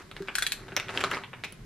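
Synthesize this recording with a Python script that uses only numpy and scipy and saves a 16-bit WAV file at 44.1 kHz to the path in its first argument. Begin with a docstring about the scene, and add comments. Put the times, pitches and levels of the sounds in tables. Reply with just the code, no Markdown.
"""Over faint room noise, hard parts shift and click beside an open cardboard box, which gives a
hollow bump at 0.2 s. From 0.35 s the slider of a utility knife ratchets over five notches, each
ringing the handle. From 0.7 s the knife and other parts are put down and shifted: knocks, softer
bumps and a short scrape, with the air in the box humming along. A tiny tick follows at 1.5 s,
and a low rumble swells at the end. The room is small and quiet."""
import sys
import numpy as np
from scipy import signal
from scipy.fft import rfft, irfft, next_fast_len
from scipy.io import wavfile

SR = 44100
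rng = np.random.default_rng(int(sys.argv[2]) if len(sys.argv) > 2 else 0)


def dump_mix(stems):
    """Bounce the given channels to the path in sys.argv[1] as a 16-bit WAV at rate SR."""
    frames = np.atleast_2d(stems).T  # one column per channel
    limited = np.clip(frames, -1, 1)  # hard clip at full scale
    pcm = np.round(limited * 32767).astype(np.int16)
    wavfile.write(sys.argv[1], SR, pcm)


N = 72765
T = np.arange(SR // 3) / SR  # time axis of one event [s]
TOP_HZ = 16500


def amp(db):
    """Decibels to gain."""
    return 10 ** (np.asarray(db) / 20)


def unit(x):
    """Scale to rms 1."""
    return x / np.sqrt(np.mean(x ** 2) + 1e-20)


def along(points, hz):
    """(frequency, value) points read on a log axis."""
    freqs, values = np.transpose(points)
    return np.interp(np.log(hz + 1), np.log(freqs + 1), values)


def envelope(points):
    """(time, level) points as a gain per sample."""
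    return amp(np.interp(np.arange(N) / SR, *np.transpose(points)))


def filtered(x, response):
    """Apply a complex frequency response."""
    n = x.shape[-1]
    padded = next_fast_len(n + SR // 8)
    return irfft(rfft(x, padded) * response(np.fft.rfftfreq(padded, 1 / SR)), padded)[..., :n]


def delayed(x, delay_s):
    """Delay a short sound."""
    return filtered(x, lambda hz: np.exp(-2j * np.pi * hz * delay_s))


def noise(spectrum, size):
    """Coloured noise of rms 1."""
    return unit(filtered(rng.standard_normal(size), lambda hz: amp(along(spectrum, hz))))


def pulse(spectrum):
    """Minimum-phase click of peak 1 with the given spectrum."""
    n = len(T)
    cepstrum = irfft(np.log(amp(along(spectrum, np.fft.rfftfreq(n, 1 / SR)))), n)
    cepstrum[1:n // 2] *= 2
    cepstrum[n // 2 + 1:] = 0
    click = irfft(np.exp(rfft(cepstrum)), n)
    return click / np.abs(click).max()


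def fade(t60_s):
    """Decay by 60 dB in t60_s."""
    return np.exp(-np.log(1000) * T / t60_s)


def ring(hz, t60_s):
    """One damped mode."""
    return np.sin(2 * np.pi * hz * T) * fade(t60_s)


def smeared(x, t60_s):
    """Convolve with a decaying noise burst of unit energy."""
    burst = unit(rng.standard_normal(len(T)) * fade(t60_s)) / np.sqrt(len(T))
    return signal.fftconvolve(x, burst)[:len(T)]


def add(out, time_s, x):
    """Mix x into out at time_s."""
    part = out[:, round(time_s * SR):][:, :x.shape[-1]]
    part += x[..., :part.shape[1]]


# diffuse sound (frequency [Hz], left-right correlation [-1..1])
COHERENCE = [(100, .995), (500, 1), (1000, 0.95), (2000, 0.91), (4000, 0.62), (8000, -0.25), (14000, -0.28)]
def widen(pair, coherence=COHERENCE):
    """Two unrelated signals become a diffuse left and right."""
    angle = lambda hz: np.arccos(np.clip(along(coherence, hz), -1, 1)) / 2
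    mid, side = filtered(pair, lambda hz: np.array([np.cos(angle(hz)), np.sin(angle(hz))]))
    return np.array([mid + side, mid - side])


# side signal between the microphone ports (frequency [Hz], gain [dB])
PORT_SIDE = [(300, -49), (1000, -17), (2000, -24), (4000, -14), (8000, -6), (14000, 1)]
def ports(x, lag_s):
    """Direct sound reaches the two ports with a small lag and a slightly different treble."""
    side = filtered(smeared(x, t60_s=0.0021), lambda hz: amp(along(PORT_SIDE, hz)))
    sign = np.array([[1], [-1]])
    return filtered(x, lambda hz: np.exp(1j * np.pi * hz * lag_s * sign)) + sign * side


# room decay (frequency [Hz], t60 [s])
ROOM_DECAY = [(150, 0.3), (500, 0.3), (2000, 0.31), (5000, 0.3), (12000, 0.2)]
# echoes off nearby surfaces (delay [s], gain [dB])
ECHOES = [(.0039, -21), (.0053, -10), (.0064, -32)]
def in_room(x, room_db, lag_s=0.00001):
    """Direct sound, echoes and scatter from nearby surfaces, then the room's tail."""
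    hz, t, bands = signal.stft(rng.standard_normal((2, len(T))), SR, nperseg=256)
    decay = np.exp(-np.log(1000) * t / along(ROOM_DECAY, hz)[:, None])
    far = signal.istft(bands * decay, SR)[1][:, :len(T)]
    near = rng.standard_normal((2, len(T))) * fade(t60_s=0.048)
    rise = 1 - np.exp(-T / 0.001)
    tail = widen(unit(near * rise) + amp(-3.5) * unit(far * rise)) / np.sqrt(len(T))
    reverb = signal.fftconvolve(delayed(x, delay_s=0.002)[None], tail, axes=1)[:, :len(T)]
    echoes = sum(amp(db) * delayed(x, delay_s) for delay_s, db in ECHOES)
    return ports(x, lag_s) + amp(room_db) * (reverb + echoes)


# room noise spectra (frequency [Hz], level [dB])
HISS_SPECTRUM = [(12, -5), (20, -6), (138, 5), (262, -1.5), (422, -4.5), (780, -15), (949, -16),
                 (1480, -12.5), (2140, -14), (2600, -22), (3160, -18), (7310, -25), (11800, -28),
                 (12800, -26), (16000, -83)]
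RUMBLE_SPECTRUM = [(40, -33), (80, -12), (105, 7), (135, 1.5), (200, -6), (400, -27), (1000, -83)]
THROB_SPECTRUM = [(15, -25), (32, 12), (38, 10), (55, -37), (200, -83)]
# hiss width (frequency [Hz], left-right correlation [-1..1])
HISS_COHERENCE = [(100, 1), (400, 0.54), (1000, 0.2), (2000, 0.16), (4000, 0.12), (10000, 0)]
# low swells (time [s], level [dB])
RUMBLE_ENVELOPE = [(0, -61.5), (.5, -67.5), (.62, -51.5), (.85, -54.5), (1.0, -48.5), (1.25, -53),
                   (1.4, -52.5), (1.58, -57), (1.64, -42)]
THROB_ENVELOPE = [(0, -80), (.15, -57), (.25, -60), (.5, -57), (.7, -57), (1.55, -71), (1.64, -41)]
HISS_DB = -53
def room_noise():
    """Faint steady hiss, with a low rumble and a deep throb that swell and ebb."""
    hiss = amp(HISS_DB) * unit(widen(noise(HISS_SPECTRUM, (2, N)), HISS_COHERENCE))
    rumble = envelope(RUMBLE_ENVELOPE) * noise(RUMBLE_SPECTRUM, N)
    throb = envelope(THROB_ENVELOPE) * noise(THROB_SPECTRUM, N)
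    return hiss + rumble + throb


# sliding of the parts (time [s], level [dB])
SCRAPE_ENVELOPE = [(0, -44.5), (.04, -54.5), (.10, -65), (.18, -51.5), (.25, -54), (.56, -55.5), (.60, -50),
                   (.66, -54), (.87, -50), (.905, -38.5), (.93, -45.5), (.96, -34.5), (1.02, -38.5),
                   (1.09, -41), (1.126, -38.5), (1.177, -41.5), (1.195, -48), (1.29, -61), (1.65, -61)]
# sliding friction (frequency [Hz], level [dB])
SCRAPE_SPECTRUM = [(80, -12), (200, -3.5), (400, -2), (700, -5), (1300, -1), (2000, -4.5), (3200, -15),
                   (5000, -15.5), (8000, -20.5), (12000, -27.5), (16000, -92)]
SLIPS_PER_S, SLIP_SPREAD_DB = 1200, 3
def scrape():
    """Sliding parts catch in many small slips over a smooth rub."""
    slips = (rng.random(N) < SLIPS_PER_S / SR) * rng.standard_normal((2, N))
    slips *= amp(SLIP_SPREAD_DB * (0.5 - rng.random(N)))
    friction = unit(slips) + rng.standard_normal((2, N))
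    coloured = signal.fftconvolve(friction, pulse(SCRAPE_SPECTRUM)[None], axes=1)[:, :N]
    return envelope(SCRAPE_ENVELOPE) * unit(widen(coloured))


AIR_HZ, AIR_WIDTH_HZ, AIR_DB = 391.4, 7.6, 3
def box_air(x):
    """The air in the open box resonates with nearby sounds."""
    resonance = lambda hz: 1j * hz * AIR_WIDTH_HZ / (AIR_HZ ** 2 - hz ** 2 + 1j * hz * AIR_WIDTH_HZ)
    return amp(AIR_DB) * filtered(x.mean(axis=0), resonance)


# rubbing on the box (time [s], level [dB])
BOX_RUB_ENVELOPE = [(0, -69), (.08, -61), (.14, -56), (.2, -58), (.45, -72), (.56, -72), (.61, -49),
                    (.68, -56), (.74, -51.5), (.83, -63), (.9, -57), (1.3, -72)]
# hollow note of the rubbed box (frequency [Hz], level [dB])
BOX_RUB_SPECTRUM = [(200, -33), (340, -13), (378, -3.5), (402, -1.5), (440, -22), (700, -38), (1500, -80)]
def box_rub():
    """Light rubbing sounds the hollow note of the box."""
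    return envelope(BOX_RUB_ENVELOPE) * noise(BOX_RUB_SPECTRUM, N)


# hard contacts (time [s], level [dB], ring [Hz], ring t60 [s], upper ring [Hz], upper ring [dB],
# thud trim [dB], snap trim [dB], cut-off [Hz], room send [dB])
CONTACTS = [(0.1141, -32, 1330, 0.011, 2730, -26, -5, -4, 8850, -5),
            (0.1659, -24.5, 1770, 0.0044, 2860, -29, -11, -8.5, 5800, -4.5),
            (0.2225, -37.5, 1590, 0.019, 1780, -17, -22, 4.5, 8900, -6),
            (0.2750, -36.5, 1580, 0.0056, 2340, 2, -22, -1, 5000, 3),
            (0.2844, -22, 1590, 0.0097, 2310, -3.5, -3.5, -12, 4700, -0.5),
            (0.6826, -33, 1510, 0.009, 3370, -22, -1.5, -22, 6640, 1.5),
            (0.7203, -33, 1510, 0.015, 2500, -26, 0, -32, 3970, 0),
            (0.7654, -12, 2080, 0.0068, 5700, -0.5, -16, -3, 15400, -6),
            (0.7694, -16, 1500, 0.0042, 2170, -4, -15.5, -17, 7040, 3.5),
            (0.7991, -15, 2060, 0.0073, 2630, -10, -17, -6, 6640, -6.5),
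            (0.8846, -25.5, 2200, 0.0032, 3100, -17, -19, -16, 5500, -15),
            (0.8920, -23, 1680, 0.0041, 2480, 5, -5, -30, 4000, 0.5),
            (0.9749, -13.5, 2760, 0.011, 3100, 0.5, -8, -8.5, 4900, -9.5),
            (1.0062, -20.5, 1420, .004, 7200, -7, -9, -8, 9000, 3),
            (1.0128, -31, 1400, 0.0065, 2520, -2, -16, -10, 6000, -13),
            (1.0392, -13, 1180, 0.012, 4240, -11, -3.5, -5.5, 8900, -4),
            (1.0446, -22.5, 1302, 0.048, 1465, -2, -24, -3, 6000, -2.5),
            (1.1135, -18.5, 2750, 0.01, 3680, -11, -12, -3.5, 11400, -6.5),
            (1.1159, -19, 1350, 0.011, 1640, -11, -6, -24, 4000, -3),
            (1.1330, -23, 1600, 0.0022, 4000, 8, -0.5, -17, 6000, 4),
            (1.1470, -24.5, 1330, 0.0064, 2100, 3, -7, -4, 6000, -2.5),
            (1.1699, -22.5, 1250, 0.018, 2280, -19, 0, -19, 4480, -3),
            (1.237, -26, 1020, 0.0098, 2300, -14, -42, -20, 3540, 0.5),
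            (1.3322, -30.5, 1010, 0.0051, 2520, -25, -23, -17, 3250, 4.5),
            (1.4377, -21, 2180, 0.0052, 3560, -4, -6.5, -16, 7300, -1),
            (1.4437, -32, 2480, 0.021, 3690, -6, -22, 2.5, 11200, 3.5)]
# spectra shared by all contacts (frequency [Hz], level [dB])
CLACK_SPECTRUM = [(150, -16.5), (600, -2.5), (1200, 4.5), (2300, 5), (3600, 2), (5000, -18.5), (8000, -16),
                  (16000, -15.5)]
THUD_SPECTRUM = [(60, -27.5), (200, 5), (450, 7.5), (900, 13.5), (1800, -14.5), (8000, -72.5)]
SNAP_SPECTRUM = [(500, -21), (3000, -2.5), (5000, -1.5), (8000, -6), (11000, -9.5), (13000, -10),
                 (16000, -6)]
BODY_DB, THUD_DB, SNAP_DB = -0.5, -4, -2
def knocks():
    """Hard parts meet: a clack, two short rings, a low thud and a bright snap; soft hits are duller."""
    def mode(hz, t60_s):
        swing = ring(hz, t60_s) * (1 - fade(t60_s=0.003))
        return np.gradient(swing) * SR / (2 * np.pi * hz)

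    out = np.zeros((2, N))
    clack, thud = pulse(CLACK_SPECTRUM), pulse(THUD_SPECTRUM)
    for time_s, db, hz, t60_s, upper_hz, upper_db, thud_db, snap_db, cutoff_hz, room_db in CONTACTS:
        chatter = smeared(clack, t60_s=0.006)  # a flurry of smaller contacts
        rings = mode(hz, t60_s) + amp(upper_db) * mode(upper_hz, t60_s)
        body = amp(BODY_DB) * (clack + chatter + rings)
        snap = noise(SNAP_SPECTRUM, len(T)) * fade(t60_s=0.0064) * (1 - fade(t60_s=0.00067))
        hit = body + amp(THUD_DB + thud_db) * thud + amp(SNAP_DB + snap_db) * snap
        low_pass = signal.butter(2, cutoff_hz, fs=SR, output='sos')
        add(out, time_s, amp(db) * in_room(signal.sosfilt(low_pass, hit), room_db))
    return out


# bumps on the box (time [s], level [dB])
BOX_BUMPS = [(0.2035, -21), (0.7208, -29), (0.797, -43.5), (0.974, -46), (1.0403, -30.5), (1.1170, -39)]
# box modes (frequency [Hz], level [dB], t60 [s])
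BOX_MODES = [(178, -11, 0.071), (357, -4.5, 0.047), (385.6, -9, 0.18)]
BUMP_ATTACK_S = 0.0041
def box_bumps():
    """Soft bumps ring the hollow of the box."""
    out = np.zeros((2, N))
    hollow = sum(amp(db) * ring(hz, t60_s) for hz, db, t60_s in BOX_MODES)
    hollow *= 1 - np.exp(-T / BUMP_ATTACK_S)
    for time_s, db in BOX_BUMPS:
        add(out, time_s, amp(db) * in_room(hollow, room_db=-5.5))
    return out


# slider travel (time [s], level [dB])
TRACK_ENVELOPE = [(.335, -67), (.355, -44), (.40, -45.5), (.445, -43), (.50, -53), (.54, -45), (.58, -70),
                  (.62, -83)]
# track friction (frequency [Hz], level [dB])
TRACK_SPECTRUM = [(600, -8), (1600, -3), (4200, 0.5), (6000, -5), (11500, -12), (14000, -25)]
def slider_rub():
    """The plastic slider rubs along its dry track between notches."""
    return envelope(TRACK_ENVELOPE) * unit(widen(noise(TRACK_SPECTRUM, (2, N))))


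# knife handle modes (frequency [Hz], level [dB], t60 [s])
HANDLE_MODES = [(1720, -11, 0.0066), (2427, -6.5, 0.018), (3396, -5, 0.018), (4170, 5, 0.0037),
                (5830, -22, 0.0028)]
MODE_SPREAD_DB, MODE_DETUNE = 2, 0.025
def handle_ring():
    """One strike rings the handle's modes in alternating polarity, a little differently each time."""
    out = np.zeros(len(T))
    for k, (hz, db, t60_s) in enumerate(HANDLE_MODES):
        gain = (-1) ** k * amp(db + rng.normal(0, MODE_SPREAD_DB))
        out += gain * ring(hz * (1 + rng.normal(0, MODE_DETUNE)), t60_s)
    return out


# slider notches (time [s], level trim [dB], cavity ring [Hz], cavity ring [dB],
# blade zing [Hz], blade zing [dB], rasp trim [dB])
SLIDER_NOTCHES = [(0.3530, -14.5, 1600, 5.5, 8900, -11, 3), (0.3834, -17.5, 1547, 13, 11100, -4, 2.5),
                  (0.4226, -12.5, 1555, 0, 4200, 10, -0.5), (0.4656, -17.5, 1800, 5, 4000, 19, 5.5),
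                  (0.5197, -15.5, 1620, -7.5, 3980, 2, 2.5)]
# notch rasp (frequency [Hz], level [dB])
RASP_SPECTRUM = [(1000, -2), (2500, 4.5), (5000, -2.5), (8500, 3), (11500, 1), (14000, -12), (16000, -16)]
KNIFE_DB, RASP_DB, HAND_THUD_DB, LOW_CUT_HZ = -12.5, 3, -19, 1270
CATCH_RANGE_S = (0.000363, 0.001198)
def slider_notches():
    """Each notch rasps and rings handle, cavity and blade; the spring catches and strikes again."""
    out = np.zeros((2, N))
    low_cut = signal.butter(4, LOW_CUT_HZ, 'high', fs=SR, output='sos')
    thud = amp(HAND_THUD_DB) * pulse(THUD_SPECTRUM)
    attack = 1 - fade(t60_s=0.0037)
    for time_s, db, cavity_hz, cavity_db, zing_hz, zing_db, rasp_db in SLIDER_NOTCHES:
        strike = handle_ring()
        catch = amp(-2) * delayed(handle_ring(), rng.uniform(*CATCH_RANGE_S))
        cavity = amp(cavity_db) * ring(cavity_hz, t60_s=0.014)
        zing = amp(zing_db) * ring(zing_hz, t60_s=0.0035)
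        rasp = amp(RASP_DB + rasp_db) * noise(RASP_SPECTRUM, len(T)) * fade(t60_s=0.015)
        click = signal.sosfilt(low_cut, (strike + catch + cavity + zing + rasp) * attack)
        add(out, time_s, amp(KNIFE_DB + db) * in_room(click + thud, room_db=-5, lag_s=0.00005))
    return 2 * out * amp([[0.5], [-0.5]])  # slightly left


# bright tick (frequency [Hz], level [dB])
TICK_SPECTRUM = [(1000, -5), (2400, -8), (2900, 1), (3600, -12), (8000, -17), (10000, -3), (12000, -13),
                 (14000, -11), (16000, -6.5)]
TICK_S, TICK_DB = 1.5236, -35
def tick():
    """One tiny, very bright tick close to the microphone."""
    out = np.zeros((2, N))
    burst = noise(TICK_SPECTRUM, len(T)) * fade(t60_s=0.012)
    add(out, TICK_S, amp(TICK_DB) * in_room(burst, room_db=-6.5))
    return out


def scene():
    """The handling sounds excite the air in the box; bumps, rubbing and room noise join them."""
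    handling = slider_notches() + slider_rub() + knocks() + tick() + scrape()
    return handling + box_air(handling) + box_bumps() + box_rub() + room_noise()


# microphone response (frequency [Hz], gain [dB])
MIC_RESPONSE = [(11500, 0), (13500, -0.5), (16000, -19)]
def record(dry):
    """The microphone dulls the top octave and passes nothing above its band limit."""
    return filtered(dry, lambda hz: amp(along(MIC_RESPONSE, hz)) * (hz < TOP_HZ))


dry = scene()
out = record(dry)
dump_mix(out)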